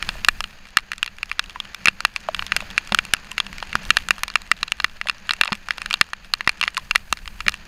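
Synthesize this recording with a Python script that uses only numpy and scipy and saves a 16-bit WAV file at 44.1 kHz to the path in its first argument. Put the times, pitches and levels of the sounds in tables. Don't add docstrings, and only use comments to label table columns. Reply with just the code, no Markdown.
import sys
import numpy as np
from scipy import signal
from scipy.fft import rfft, irfft, next_fast_len
from scipy.io import wavfile
from scipy.ndimage import map_coordinates

SR = 44100
rng = np.random.default_rng(int(sys.argv[2]) if len(sys.argv) > 2 else 0)


def to_wav(s):
    ch = np.atleast_2d(s).T
    pcm = np.round(np.clip(ch, -1, 1) * 32767)
    wavfile.write(sys.argv[1], SR, pcm.astype(np.int16))


N = 338247
TIME = np.arange(N) / SR


def amp(db):
    return 10 ** (np.asarray(db) / 20)


def unit(x):
    return x / np.sqrt(np.mean(x ** 2) + 1e-20)


def wobble(rate):
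    return map_coordinates(rng.standard_normal(int(N * rate / SR) + 4), [TIME * rate])


def filtered(x, response):
    size = next_fast_len(N + 8192)
    return irfft(rfft(x, size) * response(np.fft.rfftfreq(size, 1 / SR)), size)[:N]


def noise(spectrum):
    knots_hz, db = np.transpose(spectrum)
    white = rng.standard_normal(N)
    return unit(filtered(white, lambda hz: amp(np.interp(np.log(hz + 1), np.log(knots_hz), db))))


def butter(x, edge_hz, kind, order):
    return signal.sosfilt(signal.butter(order, edge_hz, kind, fs=SR, output="sos"), x)


def ring(t, hz, t60):
    return np.sin(2 * np.pi * hz * t) * np.exp(-np.log(1000) * t / t60)


def tap_unit(rows):
    return rows / np.sqrt(np.sum(rows ** 2, axis=1, keepdims=True) / (.005 * SR) + 1e-20)


def placed(times, rows):
    index = np.round(times * SR).astype(int)[:, None] + np.arange(rows.shape[1])
    return np.bincount(index.ravel(), rows.ravel(), N)[:N]


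# (time [s], level [dB])
ROAD_RUSH = [(0.0, -40), (0.1, -40), (0.45, -49), (1.07, -51.5), (1.71, -46), (2.16, -47), (2.5, -41),
             (3.33, -45), (3.8, -40.5), (4.38, -47), (5.06, -49), (5.26, -46), (5.7, -48), (5.85, -44),
             (6.13, -50), (6.75, -47), (7.18, -50.5), (7.67, -46)]

def pace(cruise_db=-46):
    return np.interp(TIME, *np.transpose(ROAD_RUSH)) - cruise_db


# (start [s], length before release [s], rise of the rumble [dB])
GUSTS = [(0, 0.53, 7.5), (2.343, 0.088, 7), (3.804, 0.22, 7), (6.77, 0.73, 8)]

def gusts(attack_s=0.066, release_s=0.068):
    return sum(db * np.clip(np.minimum((TIME - start) / attack_s, 1 + (start + length - TIME) / release_s),
                            0, 1) for start, length, db in GUSTS)


# (frequency [Hz], relative density [dB])
WIND_SPECTRUM = [(4, -19), (12, 7), (26, 2), (45, -3.5), (75, -9), (110, -18), (170, -21), (300, -33.5),
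                 (700, -44.5)]

def wind(level_db=-45, grows=0.54):
    buffet_db = 2.1 * wobble(16)
    return amp(level_db + grows * pace() + gusts() + buffet_db) * noise(WIND_SPECTRUM)


# (frequency [Hz], relative density [dB])
HUM_SPECTRUM = [(90, -8), (160, -1.5), (200, 6), (240, -9), (320, -13.5), (700, -37.5)]

def road_hum(level_db=-54.5, grows=1.13):
    shudder_db = 2.5 * wobble(18)
    return amp(level_db + grows * pace() + shudder_db) * noise(HUM_SPECTRUM)


# (frequency [Hz], relative density [dB])
SPRAY_SPECTRUM = [(150, -11), (450, -9), (800, -5.5), (1200, -5.5), (1400, -3.5), (1750, 0.5), (2150, -6.5),
                  (2450, -0.5), (3600, -12), (4650, -8), (5600, -20), (6700, -12), (8200, -41),
                  (15000, -47)]

def tyre_spray(level_db=-47.0, grows=0.94):
    sputter_db = .8 * wobble(25) + 1.9 * wobble(160)
    return amp(level_db + grows * pace() + sputter_db) * noise(SPRAY_SPECTRUM)


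def engine(firing_hz=66, level_db=-59, grows=0.71, jitter=0.037):
    phase = 2 * np.pi * np.cumsum(firing_hz * (1 + jitter * wobble(24))) / SR
    orders = sum(amp(db + 2.5 * wobble(23)) * np.sin(k * phase) for k, db in enumerate([0, -12, -3], 1))
    return amp(level_db + grows * pace()) * unit(orders)


# (frequency [Hz], relative level [dB], decay time t60 [s])
CASE_MODES = [(999, -14, 0.014), (1219, -1.5, 0.012), (1410, 3, 0.0084), (1716, -5.5, .015),
              (1937, -5, 0.014), (2397, -6.5, 0.021), (2714, -2.5, 0.018), (2810, -2, 0.013),
              (3307, 0, 0.0084), (3737, -6, 0.012), (4240, -2, 0.01), (4952, -6, 0.0085),
              (5320, -9, 0.0096), (6580, -16.5, 0.01), (10550, -3.5, 0.0033)]

def taps(times, db, spot_hz, bright_db, shell_db=-3, focus_db=6, focus_octaves=0.17, scatter_db=2.0,
         contact_s=0.00067, splash_db=-1, splash_t60=0.004, push_db=-27):
    t = np.arange(SR // 20) / SR
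    hz, mode_db, t60 = np.transpose(CASE_MODES)
    spot = tap_unit(-ring(t, spot_hz[:, None], t60=0.0038))
    near = np.exp(-(np.log2(hz / spot_hz[:, None]) / focus_octaves) ** 2)
    side, scatter = rng.standard_normal((2, len(times), len(hz)))
    shares = np.sign(side) * amp(mode_db + focus_db * near + scatter_db * scatter)
    shell = tap_unit(shares @ ring(t, hz[:, None], t60[:, None]))
    rise = 1 - np.exp(-t / contact_s)
    body = tap_unit(butter(rise * (spot + amp(shell_db) * shell), 590, "high", order=3))
    burst = rise * rng.standard_normal((len(times), len(t))) * np.exp(-np.log(1000) * t / splash_t60)
    splash = tap_unit(butter(butter(burst, 2300, "high", order=2), 1780, "low", order=1))
    push = tap_unit(ring(t, hz=430, t60=0.00059)[None])
    sounds = body + amp(bright_db + splash_db)[:, None] * splash + amp(push_db) * push
    return butter(placed(times, amp(db)[:, None] * sounds), 10200, "low", order=2)


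# (time [s], level [dB], pitch of the struck spot [Hz], splash brightness [dB])
BIG_DROPS = [(.0257, -18, 2270, -9), (.09, -17.5, 1390, -6.5), (.2472, -15, 2710, -2),
             (.2854, 1, 1560, -19), (.4055, -19.5, 1390, -5), (.4404, -22.5, 2830, -6.5),
             (.7703, -2.5, 1834, -8.5), (0.7859, -24.5, 2190, -12), (.9174, -20.5, 1620, -6.5),
             (.933, -26, 1970, -12), (1.029, -13, 2580, -8), (1.0614, -30, 2300, 0.5),
             (1.077, -27, 2560, -22), (1.23, -19, 2430, -9), (1.315, -18, 2240, -18),
             (1.394, -12.5, 3780, -7.5), (1.4962, -33.5, 2750, -7), (1.6015, -20.5, 3300, -12.5),
             (1.746, -26, 2330, 0.5), (1.8569, -9, 2570, -4), (1.8721, -10.5, 2140, -33),
             (1.883, -5, 2620, -28), (2.0051, -23.5, 1400, -5), (2.0503, -6.5, 1740, -13.5),
             (2.1617, -17.5, 2410, -9.5), (2.3464, -19, 3000, -11), (2.3928, -18.5, 2960, -19),
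             (2.4235, -23, 1640, -21), (2.4654, -29.5, 3300, 0.5), (2.52, -11.5, 1700, -25),
             (2.5644, -13.5, 1440, -3), (2.6047, -26, 2560, -8.5), (2.7788, -8, 2220, -15),
             (2.9216, -15.5, 1010, -11), (2.9465, -8.5, 1430, -3), (2.9882, -8.5, 2340, -39),
             (3.051, -28.5, 2700, -2), (3.1364, -10.5, 1730, 8), (3.146, -25, 1520, -30),
             (3.3154, -26, 2730, -1.5), (3.38, -15, 2300, -13), (3.4015, -12.5, 3350, -13),
             (3.4655, -29, 2780, -12), (3.6265, -22.5, 960, -18), (3.7295, -23, 2290, -14),
             (3.7539, -11, 1340, -9), (3.9045, -3.5, 3230, -20), (3.969, -7.5, 1810, -9),
             (4.0863, -24, 1290, 0.5), (4.1071, -5.5, 1820, -10.5), (4.1815, -32.5, 1340, -6),
             (4.234, -17.5, 1950, 1), (4.2803, -28.5, 2300, -0.5), (4.301, -29, 4500, -10),
             (4.356, -7.5, 2480, -16), (4.5152, -6, 1835, -8.5), (4.6298, -14, 4120, -11.5),
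             (4.6805, -29.5, 3970, -11), (4.72, -15, 3000, -2.5), (4.8006, -18.5, 1560, -18),
             (4.844, -8.5, 1800, -12), (5.0133, -19, 1980, -16), (5.071, -24, 1860, -11),
             (5.0858, -20, 2720, -12), (5.0968, -13, 2750, -11), (5.2926, -16, 1800, -13),
             (5.3082, -12.5, 4140, -16), (5.3347, -24, 2750, -0.5), (5.4116, -5, 1900, -10),
             (5.4349, -15, 1820, -20), (5.4555, -24, 1300, -26), (5.477, -20.5, 2580, -19),
             (5.521, -18, 940, -26), (5.5284, -17.5, 1890, -11.5), (5.686, -23.5, 1500, -10),
             (5.707, -13, 1850, -14), (5.7815, -27, 1160, -8), (5.8176, -24.5, 2530, -5),
             (5.8596, -22.5, 1530, -8), (5.9094, -17.5, 2300, -15), (5.929, -25.5, 2520, 2),
             (5.94, -12, 3860, -9), (6.0116, -1.5, 1915, -14), (6.1331, -20.5, 1700, -9.5),
             (6.3373, -10.5, 4250, -12), (6.408, -19.5, 1860, -17), (6.475, -8, 1840, -19),
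             (6.493, -13, 2400, -7), (6.6123, -13.5, 3100, -10), (6.6278, -16, 2530, -34),
             (6.637, -15.5, 2140, -14), (6.6781, -14, 1990, -20), (6.769, -17.5, 2470, -12.5),
             (6.7768, -25.5, 1260, 3), (6.9102, -11, 2630, -13.5), (6.9514, -19, 1400, -15),
             (6.9578, -5.5, 1950, -8), (7.1263, -13, 1240, -2), (7.2768, -26.5, 3240, -10.5),
             (7.4049, -22.5, 2380, -11), (7.4649, -21.5, 2180, -32), (7.482, -7.5, 2300, -10.5),
             (7.4932, -24.5, 2530, 1.5), (7.541, -26.5, 2680, -7)]

def rain():
    times, db, spot_hz, bright_db = np.transpose(BIG_DROPS)
    return taps(times, db, spot_hz, bright_db)


def spatter(count=60, delay_s=0.015, level_db=-45, spread_db=4, centre_hz=2500, octaves=0.33,
            bright_db=-6):
    bursts = rng.choice(np.transpose(BIG_DROPS)[0], count)
    flight, size, place = rng.standard_normal((3, count))
    times = bursts + delay_s * np.exp(.5 * flight)
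    spot_hz = centre_hz * 2 ** (octaves * place)
    return taps(times, level_db + spread_db * size, spot_hz, np.full(count, bright_db))


def wet_times(count):
    wetness = np.cumsum(amp(pace()))
    return np.interp(rng.uniform(0, 1, count), wetness / wetness[-1], TIME)


def drizzle(count=280, level_db=-48, grows=0.29, spread_db=7.5, cruise_cap_db=-35, centre_hz=2400,
            octaves=.45):
    times = wet_times(count)
    size, place, burst = rng.standard_normal((3, count))
    db = np.minimum(level_db + spread_db * size, cruise_cap_db) + grows * np.interp(times, TIME, pace())
    spot_hz = centre_hz * 2 ** (octaves * place)
    return taps(times, db, spot_hz, bright_db=-5 + 4 * burst + size)


def mist(count=220, level_db=-56, spread_db=4.0, centre_hz=5200, octaves=.4, bright_db=3):
    size, place = rng.standard_normal((2, count))
    spot_hz = centre_hz * 2 ** (octaves * place)
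    return taps(wet_times(count), level_db + spread_db * size, spot_hz, np.full(count, bright_db))


# (time [s], level [dB], pitch [Hz])
SOFT_DROPS = [(0.154, -28.5, 610), (1.559, -20.5, 997), (2.287, -8.5, 636), (2.623, -26, 605),
              (3.318, -29, 1020), (3.626, -30, 960), (5.057, -27, 580), (5.484, -28, 580), (5.49, -26, 920),
              (5.521, -52, 905), (6.778, -14, 1044)]

def plops(t60=0.027, overtone_ratio=1.92, overtone_db=3, overtone_t60=0.0051, tick_db=-22):
    times, db, hz = np.transpose(SOFT_DROPS)
    t = np.arange(SR // 10) / SR
    fundamental = ring(t, hz[:, None], t60)
    overtone = amp(overtone_db) * ring(t, overtone_ratio * hz[:, None], overtone_t60)
    rings = placed(times, amp(db)[:, None] * (fundamental - overtone))
    ticks = taps(times, db + tick_db, spot_hz=np.full(len(db), 2850), bright_db=np.full(len(db), -9))
    return butter(rings, 570, "high", order=4) + ticks


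# (time [s], relative level [dB], decay time t60 [s])
THUDS = [(1.856, -38, 0.036), (1.883, -22, 0.024), (2.92, -29.5, 0.14), (2.946, -40, 0.084),
         (3.753, -27, 0.033), (5.52, -29, 0.09), (6.012, -11.5, 0.0086), (6.475, -15, 0.0069),
         (7.129, -29, 0.015), (7.467, -35, 0.14)]
# (frequency [Hz], relative level [dB], share of the thud's t60 [ratio])
THUD_MODES = [(69.4, -20, 0.44), (140, -34, 0.32), (206, 7.5, 0.83), (218, -1, 0.16), (376, -2.5, 0.66),
              (577, 4.5, 0.41)]

def low_thuds(level_db=-3, scatter_db=2):
    times, db, t60 = np.transpose(THUDS)
    t = np.arange(SR // 6) / SR
    thuds = 0
    for hz, mode_db, share in THUD_MODES:
        gain = amp(mode_db + scatter_db * rng.standard_normal((len(times), 1)))
        thuds += gain * ring(t, hz, share * t60[:, None])
    return placed(times, amp(db + level_db)[:, None] * thuds)


def scene():
    ride = wind() + road_hum() + tyre_spray() + engine()
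    water = rain() + spatter() + drizzle() + mist() + plops()
    return (ride + water + low_thuds())[None]


def record(dry, ceiling=.97, top_hz=15500):
    clipped = dry[0] / (1 + np.abs(dry[0] / ceiling) ** 7) ** (1 / 7)
    return filtered(clipped, lambda hz: 1 / (1 + (hz / top_hz) ** 90))[None]


dry = scene()
out = record(dry)
to_wav(out)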